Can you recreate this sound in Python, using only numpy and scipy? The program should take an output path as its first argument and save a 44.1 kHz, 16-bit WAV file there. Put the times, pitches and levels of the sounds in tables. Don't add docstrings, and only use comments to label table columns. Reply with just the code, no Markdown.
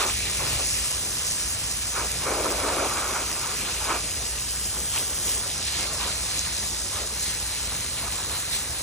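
import sys
import numpy as np
from scipy import signal
from scipy.fft import rfft, irfft, next_fast_len
from scipy.io import wavfile
from scipy.ndimage import uniform_filter1d, map_coordinates

SR = 44100
rng = np.random.default_rng(int(sys.argv[2]) if len(sys.argv) > 2 else 0)


def wav_record(signal):
    frames = np.transpose(np.atleast_2d(signal))
    bounded = np.clip(frames, -1, 1)
    quanta = np.round(bounded * 32767).astype(np.int16)
    wavfile.write(sys.argv[1], SR, quanta)


def voltage_ratio(level):
    return 10 ** (np.asarray(level, float) / 20)


N = 388962


def spray():
    # start_s, splash_db, hiss_db
    steady_levels = [(0, -33.5, -25.5), (.29, -33.5, -27.5), (.73, -33.5, -24.5), (1.03, -38.5, -27),
                     (1.42, -37, -26), (1.62, -38.5, -28), (2.7, -35.5, -27.5), (3.41, -38, -28),
                     (3.71, -34.5, -28), (4.45, -39.5, -28), (5.1, -39.5, -28), (6.16, -37.5, -28),
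                     (6.36, -33, -27), (6.93, -41, -28), (7.15, -40, -31), (7.45, -36.5, -28.5),
                     (8.3, -37, -30.5), (8.82, -38, -31)]
    # start_s, length_s, splash_db, hiss_db
    surges = [(0, 0.0092, -28.5, -42), (4.936, 0.06, -35, -30.5), (5.257, .07, -37.5, -27.5),
              (5.683, 0.16, -32, -32.5), (6.038, 0.078, -33, -38), (6.956, 0.061, -36.5, -47),
              (7.214, .09, -37.5, -28.5), (8.34, 0.028, -37, -33), (8.539, 0.029, -32.5, -27.5)]
    # pitch_hz, level_db
    hiss_colour = [(2000, -60), (3800, -12), (4800, 0), (5500, -2), (6300, 0), (7200, -2), (10000, -1),
                   (12500, -2.5), (13400, -4.5), (15600, -4)]
    splash_colour = [(900, -37), (1700, -3), (2400, 0.5), (4200, 2), (5200, -7.5), (12000, -61)]
    runoff_colour = [(60, -50), (150, -0.5), (300, -5), (1300, -6), (1900, -8), (5000, -52)]

    start, length, *surge_db = np.transpose(surges)
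    levels = []
    for steady, db in zip(curves(steady_levels), surge_db):
        surge_power = passes(start, length, db, swell_db=0, rise=161, fall=189)
        levels.append(np.sqrt(steady ** 2 + surge_power))
    splash, hiss = levels

    def brightness(hz, lead, centre, bright):
        return voltage_ratio(bright * np.log2(np.maximum(hz, 100) / 7000))

    def splash_peak(hz, lead, centre, bright):
        return voltage_ratio(3.3 * np.exp(-((hz - centre) / 400) ** 2))

    jet = water(colour(hiss_colour), patchy_db=1.54, flutter_db=.5, drops=1500, drop_db=-4.0)
    jet = moving(jet, brightness)
    spatter = water(colour(splash_colour), patchy_db=1.5, flutter_db=0.58, drops=640, drop_db=-5.0)
    spatter = unit(moving(spatter, splash_peak))
    runoff = water(colour(runoff_colour), patchy_db=2.0, flutter_db=0.54, drops=400, drop_db=-6)
    return hiss * jet + splash * spatter + voltage_ratio(-43.5) * runoff


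def slab():
    # start_s, length_s, hollow_db, rim_db, swell_db over the length
    strikes = [(-.02, 0.068, -34, -28.5, -2.5), (.39, 0.23, -41.5, -40, -3),
               (1.963, 0.054, -35.5, -32.5, -2.5), (2.253, .2, -29, -31, -2.5),
               (2.465, 0.13, -34.5, -35.5, -1), (2.63, 0.2, -29, -29.5, 1.5), (2.895, 0.3, -40, -32, 2),
               (3.291, .24, -44, -38, 4.5), (3.6, .22, -44, -42.5, -1), (3.856, 0.082, -35.5, -30, 4),
               (4.768, 0.014, -43.5, -44, -10), (4.968, .02, -45, -36, -6), (5.44, 0.028, -44, -43, -3),
               (5.744, 0.18, -43, -42.5, 1), (6.008, 0.065, -44, -35.5, -2), (6.955, 0.05, -40.5, -37.5, 2),
               (7.987, 0.11, -51, -39, -2), (8.178, 0.022, -53, -42, 6), (8.29, 0.043, -42.5, -39, -4)]
    # pitch_hz, width_hz of each of two passes, level_db
    hollow_modes = [(290, 250, -2.5), (391, 200, -0.5), (557, 345, 8)]
    rim_modes = [(957, 380, 1.5), (1249, 640, 10.5), (2220, 320, -2)]

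    start, length, hollow_db, rim_db, swell_db = np.transpose(strikes)

    def roar_level(graze_db, strike_db, lag_s):
        graze = voltage_ratio(graze_db + 2.5 * wobble(3.13))
        struck_power = passes(start + lag_s, length, strike_db, swell_db, rise=350, fall=231)
        return np.sqrt(graze ** 2 + struck_power)

    hollow = roar_level(-51, hollow_db, lag_s=0.023)
    rim = roar_level(-50.5, rim_db, lag_s=0)
    out = hollow * water(resonant(hollow_modes), patchy_db=2.0, flutter_db=0.85, drops=540, drop_db=-8.5)
    out += rim * water(resonant(rim_modes), patchy_db=1.5, flutter_db=1.85, drops=500, drop_db=-11)
    return out * voltage_ratio([[0], [-4]])


def ticks():
    # start_s, level_db of the envelope's top, pitch_hz
    hard_drops = [(.681, -14, 6390), (1.312, -12, 6050), (1.437, -15, 6620), (4.978, -17, 2600),
                  (6.3932, -8, 6000), (6.568, -14, 5640), (7.196, -15, 5850), (8.239, -15, 6790)]
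    out, t = np.zeros((2, N + 400)), np.arange(400) / SR
    for s, db, hz in hard_drops:
        age = hz * t / .9
        burst = np.sin(2 * np.pi * hz * t) * age * np.exp(1 - age)
        out[0, round(s * SR):][:len(t)] += voltage_ratio(db) * burst
    return out[:, :N]


def pump():
    # start_s, level_db
    pump_levels = [(0.0, -43.5), (0.56, -34.5), (0.61, -41), (3.39, -43.5), (3.46, -39), (3.54, -45),
                   (3.76, -43), (8.82, -42.5)]
    # pitch_hz, level_db
    rumble_colour = [(20, -50), (35, -11), (45, -10), (56, 0.5), (110, -4.5), (160, -13.5), (400, -29)]
    level, = curves(pump_levels)
    hz = 56 + 1.52 * wobble(4)
    tone = voltage_ratio(1.5 * wobble(6.6)) * np.sin(2 * np.pi * np.cumsum(hz) / SR)
    rumble = voltage_ratio(2.5) * unit(filtered(rng.standard_normal((2, N)), colour(rumble_colour)))
    return level * (rumble + [[1], [0]] * tone)


def water(response, patchy_db, flutter_db, drops, drop_db):
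    z = signal.stft(rng.standard_normal((2, N)), nperseg=256)[2]
    field = uniform_filter1d(rng.standard_normal(z.shape[1:]), size=5, axis=0)
    field = uniform_filter1d(field, size=16, axis=1)
    noise = signal.istft(z * voltage_ratio(patchy_db * unit(field)), nperseg=256)[1][:, :N]
    impacts = (rng.random((2, N)) < drops / SR) * rng.laplace(size=(2, N))
    stream = unit(noise) + voltage_ratio(drop_db) * unit(impacts)
    stream = stream * voltage_ratio(flutter_db * wobble(45))
    return unit(filtered(stream, response))


def resonant(modes):
    def ring(f):
        return sum(voltage_ratio(db / 2) * 1j * f * w / (c * c - f * f + 1j * f * w) for c, w, db in modes)
    return lambda f: ring(f) ** 2


def passes(start, length, level_db, swell_db, rise, fall):
    t = np.arange(0, N, 32)[:, None] / SR
    through = np.clip((t - start) / np.maximum(length, .005), 0, 1) - .5
    db = level_db + swell_db * through
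    db = db - rise * np.maximum(start - t, 0) - fall * np.maximum(t - start - length, 0)
    return np.interp(np.arange(N) / SR, t[:, 0], (voltage_ratio(db) ** 2).sum(1))


def moving(x, response):
    # start_s, extra_left_lead_rad near 3150 Hz, splash_centre_hz,
    # brightness of the hiss_db_per_octave
    jet_aim = [(0, 0.94, 2450, 1), (.5, 1.1, 2510, 0.5), (.75, 1.5, 2880, 0.5), (1.8, 2.3, 2980, 1),
               (2.05, 0.28, 2350, 0.5), (4.3, -0.81, 2570, 0), (4.85, -1.2, 3260, 3),
               (5.35, -0.46, 3250, 3), (5.6, -0.36, 4300, -2.5), (6.0, 1.2, 4430, -.5),
               (6.45, 1.2, 4250, 0), (6.75, 0.39, 3600, -1), (7.3, 0.13, 4180, 1.5), (8.82, 0.96, 4060, 3)]
    hz, t, z = signal.stft(x, SR, nperseg=512)
    s, *aim = np.transpose(jet_aim)
    gain = response(hz[:, None], *[np.interp(t, s, c) for c in aim])
    return signal.istft(z * gain, SR, nperseg=512)[1][..., :N]


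def ports(pair):
    # pitch_hz, likeness (0-1), left_lead_rad, left_minus_right_db
    port_table = [(100, .975, 0, 0), (430, .93, -.3, 2.6), (860, .7, -.55, -.9), (1300, .8, -.15, -2.2),
                  (1850, .91, .2, .5), (2500, .62, 1.1, .6), (3050, .55, 1.3, -3), (3700, .52, .9, -.7),
                  (4350, .35, 2.1, -1), (4650, .75, 3.1, -.5), (4900, .62, 4.2, -1.5), (5200, .52, 5.6, -3),
                  (5600, .86, 6.5, -.7), (7200, .7, 7.3, 0), (11000, .8, 9, .4), (12000, .9, 9.4, 0)]
    f, alike, lead_rad, tilt_db = np.transpose(port_table)

    def share(hz, swing, *_):
        turn = np.arccos(np.interp(hz, f, alike)) / 2
        lead = np.interp(hz, f, lead_rad) + swing * np.exp(-((hz - 3150) / 380) ** 2)
        left = voltage_ratio(np.interp(hz, f, tilt_db) / 2) * np.exp(.5j * lead)
        direct, scattered = np.cos(turn), np.sin(turn)
        return np.array([[left * direct, left * scattered], [direct / left, -scattered / left]])

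    return moving(pair, share).sum(1)


def opposed_treble(x):
    hz, t, z = signal.stft(x.mean(0), SR, nperseg=1024)
    edge_hz = 11350 + 520 * wobble(18)[np.minimum(t * SR, N - 1).astype(int)]
    edge_hz = np.round(edge_hz / 689) * 689
    shared_treble = signal.istft(z * (hz[:, None] > edge_hz), SR, nperseg=1024)[1][:N]
    return x - shared_treble


def unit(x):
    return x / np.sqrt(np.mean(x ** 2) + 1e-20)


def curves(rows):
    s, *cols = np.transpose(rows)
    return [voltage_ratio(np.interp(np.arange(N) / SR, s, c)) for c in cols]


def wobble(rate):
    knots = rng.standard_normal(int(N * rate / SR) + 4)
    return map_coordinates(knots, [np.arange(N) * rate / SR])


def filtered(x, response):
    m = next_fast_len(N + 8192)
    return irfft(rfft(x, m) * response(np.fft.rfftfreq(m, 1 / SR)), m)[..., :N]


def colour(points):
    f, db = np.transpose(points)
    return lambda hz: voltage_ratio(np.interp(np.log(hz + 1), np.log(f + 1), db))


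def scene():
    return ports(spray() + slab() + ticks() + pump())


def band_limit(x):
    return signal.sosfilt(signal.butter(12, 15750, fs=SR, output="sos"), x)


def record(dry):
    mix = opposed_treble(dry)
    return band_limit(mix)


dry = scene()
out = record(dry)
wav_record(out)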